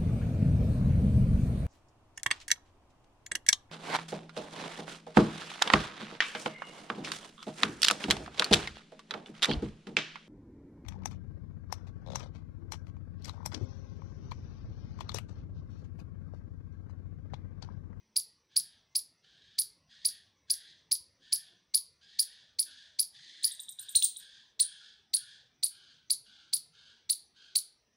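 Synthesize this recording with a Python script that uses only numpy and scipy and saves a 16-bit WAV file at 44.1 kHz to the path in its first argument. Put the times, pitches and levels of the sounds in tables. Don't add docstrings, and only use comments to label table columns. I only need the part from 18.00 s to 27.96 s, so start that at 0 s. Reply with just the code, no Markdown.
import sys
import numpy as np
from scipy import signal
from scipy.fft import rfft, irfft, next_fast_len
from scipy.io import wavfile
from scipy.ndimage import uniform_filter1d, map_coordinates

SR = 44100
rng = np.random.default_rng(int(sys.argv[2]) if len(sys.argv) > 2 else 0)


def to_wav(sig):
    pcm = np.clip(np.atleast_2d(sig), -1, 1) * 32767
    pcm = np.round(pcm).astype(np.int16)
    wavfile.write(sys.argv[1], SR, pcm.T)


def decibels_to_gain(level_db):
    exponent = np.asarray(level_db, float) / 20
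    return 10 ** exponent


N = 439233


def unit(x):
    return x / np.sqrt(np.mean(x ** 2) + 1e-20)


def along(points, hz):
    f, v = np.transpose(points)
    return np.interp(np.log(hz + 1), np.log(f + 1), v)


def wobble(rate, size):
    knots = rng.standard_normal(int(size * rate / SR) + 4)
    return map_coordinates(knots, [np.arange(size) * rate / SR])


def filtered(x, response):
    m = next_fast_len(len(x) + 4096)
    return irfft(rfft(x, m) * response(np.fft.rfftfreq(m, 1 / SR)), m)[:len(x)]


def add(track, s, x):
    part = track[round(s * SR):][:len(x)]
    part += x[:len(part)]


def patchy(depth_db, bins, frames):
    z = signal.stft(rng.standard_normal(N), nperseg=2048, noverlap=1536)[2]
    field = uniform_filter1d(rng.standard_normal(z.shape), size=bins, axis=0)
    field = unit(uniform_filter1d(field, size=frames, axis=1))
    return signal.istft(z * decibels_to_gain(depth_db * field), nperseg=2048, noverlap=1536)[1][:N]


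# (time [s], rumble level [dB])
TRAFFIC_LEVEL = [
    (0, -80),
    (2.498, -79),
    (5, -82.5),
    (7.198, -81),
    (8.4, -78.5),
    (9.96, -83),
]
# (frequency [Hz], level [dB per Hz])
TRAFFIC_COLOUR = [(12, -33.5), (32, -11), (59, 2), (160, 3.5), (230, -1.5), (285, -24.5), (400, -17),
                  (520, -34.5), (880, -120)]
# (frequency [Hz], level [dB per Hz])
LEAF_COLOUR = [(150, -23.5), (250, -4.5), (1310, -13), (1610, -17.5), (1850, -11), (4490, -18.5),
               (5830, -8), (6700, -31), (8700, -28), (16000, -46)]


def air():
    s, db = np.transpose(TRAFFIC_LEVEL)
    rumble = unit(filtered(patchy(4.5, bins=2, frames=8), lambda f: decibels_to_gain(along(TRAFFIC_COLOUR, f))))
    hiss = unit(filtered(patchy(4, bins=6, frames=8), lambda f: decibels_to_gain(along(LEAF_COLOUR, f))))
    return decibels_to_gain(np.interp(np.arange(N) / SR, s, db) + 0.5) * rumble + decibels_to_gain(-77) * hiss


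# (time [s], level [dB])
GRIP_SHIFTS = [
    (3.002, -56),
    (5.953, -37.5),
    (6.611, -61),
    (8.739, -81.5),
]


def thuds():
    case_hz, t60_s, rise_s = 90, 0.07, 0.008
    out = np.zeros(N)
    t = np.arange(SR // 5) / SR
    for s, db in GRIP_SHIFTS:
        push = decibels_to_gain(db - 60 * t / t60_s) * np.clip(t / rise_s, 0, 1) ** 2
        add(out, s, push * np.sin(2 * np.pi * case_hz * t))
    return out


def cricket():
    period_s, wing_hz, wing_half_width_hz = 0.1325, 5950, 250
    beat = (np.arange(N) / SR + 0.061) / period_s
    faint = beat // 1 % 3 == 2
    burst = np.sin(np.pi * beat) ** 4 * decibels_to_gain(-9 * faint + 2.5 * wobble(1.6, N))
    strokes = rng.standard_normal(N) * decibels_to_gain(3 * wobble(150, N))
    ringing = filtered(strokes, lambda f: 1 / (1 + ((f - wing_hz) / wing_half_width_hz) ** 2))
    return decibels_to_gain(-79.5) * burst * unit(ringing)


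# (frequency [Hz], t60 [s])
TREE_T60 = [(1500, .5), (3500, 0.5), (5000, 0.35), (8000, 0.32), (11000, 0.24), (16000, 0.14)]


def among_trees(x, wet_db, near_db, near_t60):
    hz, t, z = signal.stft(rng.standard_normal(SR // 2), SR, nperseg=128)
    decay = decibels_to_gain(-60 * t / along(TREE_T60, hz)[:, None])
    tail = unit(signal.istft(z * decay, SR, nperseg=128)[1])
    u = np.arange(len(tail)) / SR
    near = unit(rng.standard_normal(len(u)) * decibels_to_gain(-60 * u / near_t60))
    onset = np.clip(u / 0.0013, 0, 1)
    answer = (decibels_to_gain(wet_db) * tail + decibels_to_gain(near_db) * near) * onset / np.sqrt(len(u))
    answer[0] = 1
    return signal.fftconvolve(x, answer)


# (start [s], length [s], starting pitch [Hz], level [dB], pitch arch [share])
SCREECHES = [(0.49, 0.32, 1680, -74, .03), (1.22, 0.41, 1600, -72, .09), (1.88, 0.35, 1680, -67, .08),
             (2.47, 0.29, 1750, -64.5, .03), (3.2, 0.34, 1650, -67, .07), (4.0, 0.48, 1570, -66, .15),
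             (4.64, 0.28, 1690, -62.5, .01), (5.125, 0.45, 1680, -61.5, .18), (5.77, .2, 1610, -66, .04),
             (6.18, 0.27, 1650, -64, .03), (6.61, .35, 1620, -63, .01), (7.15, 0.26, 1640, -63.5, .02),
             (7.69, 0.3, 1490, -68, .04), (8.24, .26, 1520, -68.5, .02), (8.72, 0.27, 1520, -68, .03),
             (9.34, .22, 1510, -69, .01)]
# (frequency [Hz], level [dB])
BEAK_COLOUR = [(650, -62), (1100, -28), (1370, -7.5), (1630, -8), (2120, -11.5), (2520, -12), (3330, 1),
               (4900, -2.5), (5550, -15), (6540, -12), (7060, -20), (9710, -25.5), (11000, -35.5),
               (14300, -78), (22000, -120)]


def bird():
    attack_s, release_s, edge_db = 0.025, 0.07, -19
    usual_db, treble_per_db = -68.5, 0.43
    out = np.zeros(N)
    for s, length, hz, db, arch in SCREECHES:
        t = np.arange(0, length + release_s, 1 / SR)
        glide = hz * (1 + arch * np.sin(np.pi * t / t[-1]))
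        pitch = glide * (1 + 0.07 * wobble(300, len(t)) + 0.025 * wobble(40, len(t)))
        phase = 2 * np.pi * np.cumsum(pitch) / SR
        rasp = decibels_to_gain(2.2 * wobble(180, len(t)))
        overtones = sum(np.sin(k * phase) / k for k in range(2, 7))
        breath = 1.5 * (1 + np.sin(phase)) * rng.standard_normal(len(t))

        def bright_beak(f):
            tilt_db = treble_per_db * (db - usual_db) * np.log2(f / 4000 + 0.01)
            return decibels_to_gain(along(BEAK_COLOUR, f) + tilt_db) * (f > 2100)

        low = unit(filtered(rasp * np.sin(phase), lambda f: decibels_to_gain(along(BEAK_COLOUR, f))))
        high = unit(filtered(rasp * (overtones + breath), bright_beak))
        effort_db = np.interp(t, [0, attack_s, length - release_s, t[-1]], [edge_db, 0, 0, edge_db])
        effort_db = effort_db + 0.87 * wobble(5, len(t))
        call = decibels_to_gain(db + effort_db - 5.5) * (low + decibels_to_gain(9) * high)
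        add(out, s, among_trees(call, wet_db=-2, near_db=-6.5, near_t60=0.2))
    return out


def pair(f, hz, width, notch_hz, notch_width):
    return (notch_hz ** 2 - f * f + 1j * f * notch_width) / (hz ** 2 - f * f + 1j * f * width)


# (multiple of the pitch, level [dB])
FOLD_OVERTONES = [(2, -5), (3, -10.5), (4, -9)]


def whistle(rows, throat, scale, overtone_db, pressed_s=0.0096):
    s, hz, db = np.transpose(rows)
    t = np.arange(s[0], s[-1] + 0.0068, 1 / SR)
    pitch = uniform_filter1d(np.interp(t, s, hz), size=24)
    phase = 2 * np.pi * np.cumsum(pitch) / SR
    pressed = 1 / (1 + ((t - s[0]) / pressed_s) ** 6)
    folds = np.sin(phase)
    for k, level_db in FOLD_OVERTONES:
        folds += pressed * decibels_to_gain(level_db + overtone_db) * np.sin(k * phase) * (k * pitch < 19000)
    folds *= decibels_to_gain(np.interp(t, s, db) + 0.9 * wobble(500, len(t))) * (t < s[-1])

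    def throat_and_mouth(f):
        tube = np.prod([pair(f, scale * c, w, scale * notch, wide) for c, w, notch, wide in throat], axis=0)
        return tube * (1j * f / (2500 + 1j * f)) ** 2 / (1 + (1750 / (f + 1)) ** 12)

    return filtered(folds, throat_and_mouth)


# (time [s], peak level [dB], top pitch [Hz], throat scale)
TRILL_NOTES = [
    (5.4281, -41, 14000, 1.1),
    (5.514, -43.5, 13900, 1.01),
    (5.597, -42, 14240, .99),
    (5.687, -42.5, 14320, 1),
    (5.790, -42, 14420, 1.01),
    (5.888, -42.5, 14200, 0.98),
    (6.164, -43.5, 14220, 1.015),
]
# (time [ms], share of top pitch)
NOTE_PITCH = [(-4, .2), (-1.5, .255), (1, .29), (3, .45), (5.5, .62), (15, .96), (28, 1), (35, .64),
              (41, .3)]
NOTE_EFFORT = [-24.5, 0.5, -4.5, -11.5, 3, -12.5, -8, -7.5, -18.5]
# (time [s], pitch [Hz], effort [dB])
BARK_SWEEPS = [
    [(5.947, 1850, -50), (5.9525, 3900, -29), (5.956, 4410, -21.5), (5.9585, 8300, -26), (5.961, 9270, -21),
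     (5.970, 9050, -26.5), (5.9735, 5600, -38.5), (5.976, 4100, -28.5), (5.979, 3295, -50)],
    [(6.019, 2200, -50), (6.0245, 3610, -24.5), (6.0295, 8000, -36.5), (6.0345, 9000, -28),
     (6.0375, 10340, -34), (6.042, 9100, -24.5), (6.046, 8500, -24.5), (6.0505, 4900, -32),
     (6.056, 4300, -32)],
]
# (resonance [Hz], width [Hz], notch [Hz], notch width [Hz])
NEIGHBOUR_THROAT = [(3900, 380, 4280, 530), (8970, 780, 10060, 1200)]


def neighbour():
    out = np.zeros(N)
    for s, db, top, scale in TRILL_NOTES:
        rows = [(ms / 1000, share * top, db + e) for (ms, share), e in zip(NOTE_PITCH, NOTE_EFFORT)]
        note = whistle(rows, NEIGHBOUR_THROAT, scale, overtone_db=-23.5)
        note = note + decibels_to_gain(-10.5) * np.roll(note, round(0.0052 * SR))
        add(out, s + rows[0][0], among_trees(note, wet_db=-6, near_db=-4, near_t60=0.059))
    for rows in BARK_SWEEPS:
        bark = whistle(rows, NEIGHBOUR_THROAT, 1.05, overtone_db=-5.5, pressed_s=0.046)
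        add(out, rows[0][0], among_trees(bark, wet_db=-12.5, near_db=-4, near_t60=0.19))
    return out


# (time of crossing the first throat resonance [s], effort [dB], top pitch [Hz], time from that
# crossing to falling through about 7 kHz [ms], throat scale)
CHIRP_CALLS = [(0.1665, -14, 13500, 30.5, 1.055), (0.5672, -13, 12900, 30, 1.049),
               (0.958, -15.5, 13000, 32.25, 1.057), (1.5895, -14, 12300, 28, 1.034),
               (2.0542, -14, 13000, 32.25, 1.036), (2.5053, -14.5, 13400, 32.25, 1.053),
               (2.9195, -13, 13500, 31.25, 1.052), (3.329, -14.5, 12900, 30, 1.058),
               (3.7468, -12.5, 12700, 27.75, 1.028), (4.1952, -13.5, 13300, 32, 1.045),
               (4.594, -14.5, 13100, 32, 1.032), (4.9955, -14, 12700, 31.25, 1.05),
               (5.445, -13.5, 13000, 32, 1.032), (6.6012, -12.5, 10110, 24.25, 0.942),
               (7.1408, -14, 11400, 25.75, 0.98), (7.6352, -15, 11900, 28, 0.99),
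               (8.1063, -15, 11700, 26, 1.005), (8.536, -14.5, 12900, 29.75, 1.004),
               (9.1005, -14, 12100, 26.75, 0.99), (9.5592, -13.5, 12000, 26.5, 0.99)]
# (time [ms], pitch [Hz])
CLIMB_PITCH = [(-8.5, 1850), (-4, 2250), (-2.6, 3300), (-.3, 4450), (1.2, 5150), (2, 6500), (3.2, 8900)]
CLIMB_EFFORT = [-25, -11, -12, -2.5, -7.5, -13.5, -2.5]
# (time from falling through about 7 kHz [ms], pitch [Hz], effort [dB])
DROP = [(-7.5, 8900, -13.5), (-4.5, 23000, -7.5), (0.5, 7000, -13), (4.5, 3000, -14), (4.5, 3900, -35)]
# (resonance [Hz], width [Hz], notch [Hz], notch width [Hz])
SQUIRREL_THROAT = [(4523, 736, 3370, 4700), (10060, 600, 10740, 2200)]


def squirrel():
    out = np.zeros(N)
    for s, db, top, fall, scale in CHIRP_CALLS:
        tightness = scale - 1
        shelf_ms, shelf_hz, shelf_db = 11 - 20.5 * tightness, min(10570 * scale, top), -2 + 30.5 * tightness
        arch_db = -4 - 0.5 * (fall - 30)
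        span = fall - shelf_ms
        rows = [(ms, hz * scale, e) for (ms, hz), e in zip(CLIMB_PITCH, CLIMB_EFFORT)]
        rows += [(shelf_ms, shelf_hz, shelf_db)]
        rows += [(shelf_ms + 1.2, 0.96 * top, arch_db),
                 (shelf_ms + 0.33 * span, top, arch_db),
                 (shelf_ms + 0.55 * span, 0.96 * top, arch_db)]
        rows += [(fall + ms, min(hz, 0.92 * top), arch_db + e) for ms, hz, e in DROP]
        rows = [(ms / 1000, hz, db + e - 13.5) for ms, hz, e in rows]
        chirp = whistle(rows, SQUIRREL_THROAT, scale, overtone_db=1.5)
        add(out, s + rows[0][0], among_trees(chirp, wet_db=-15, near_db=-6, near_t60=0.14))
    return out


def scene():
    mix = air() + thuds() + cricket() + bird() + neighbour() + squirrel()
    return np.tile(mix, (2, 1))


def band_limit(x):
    return signal.sosfilt(signal.butter(12, 17130, fs=SR, output="sos"), x)


def record(dry):
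    port_hz, port_width_hz, top_hz = 15300, 1300, 16000

    def microphone(f):
        ring = 1j * f * port_width_hz / (port_hz ** 2 - f * f + 1j * f * port_width_hz)
        return (1 + decibels_to_gain(18) * ring ** 2) / (1 + (f / top_hz) ** 90)

    heard = filtered(dry[0], microphone)
    return band_limit(np.tile(heard, (2, 1)))


dry = scene()
out = record(dry)
to_wav(out)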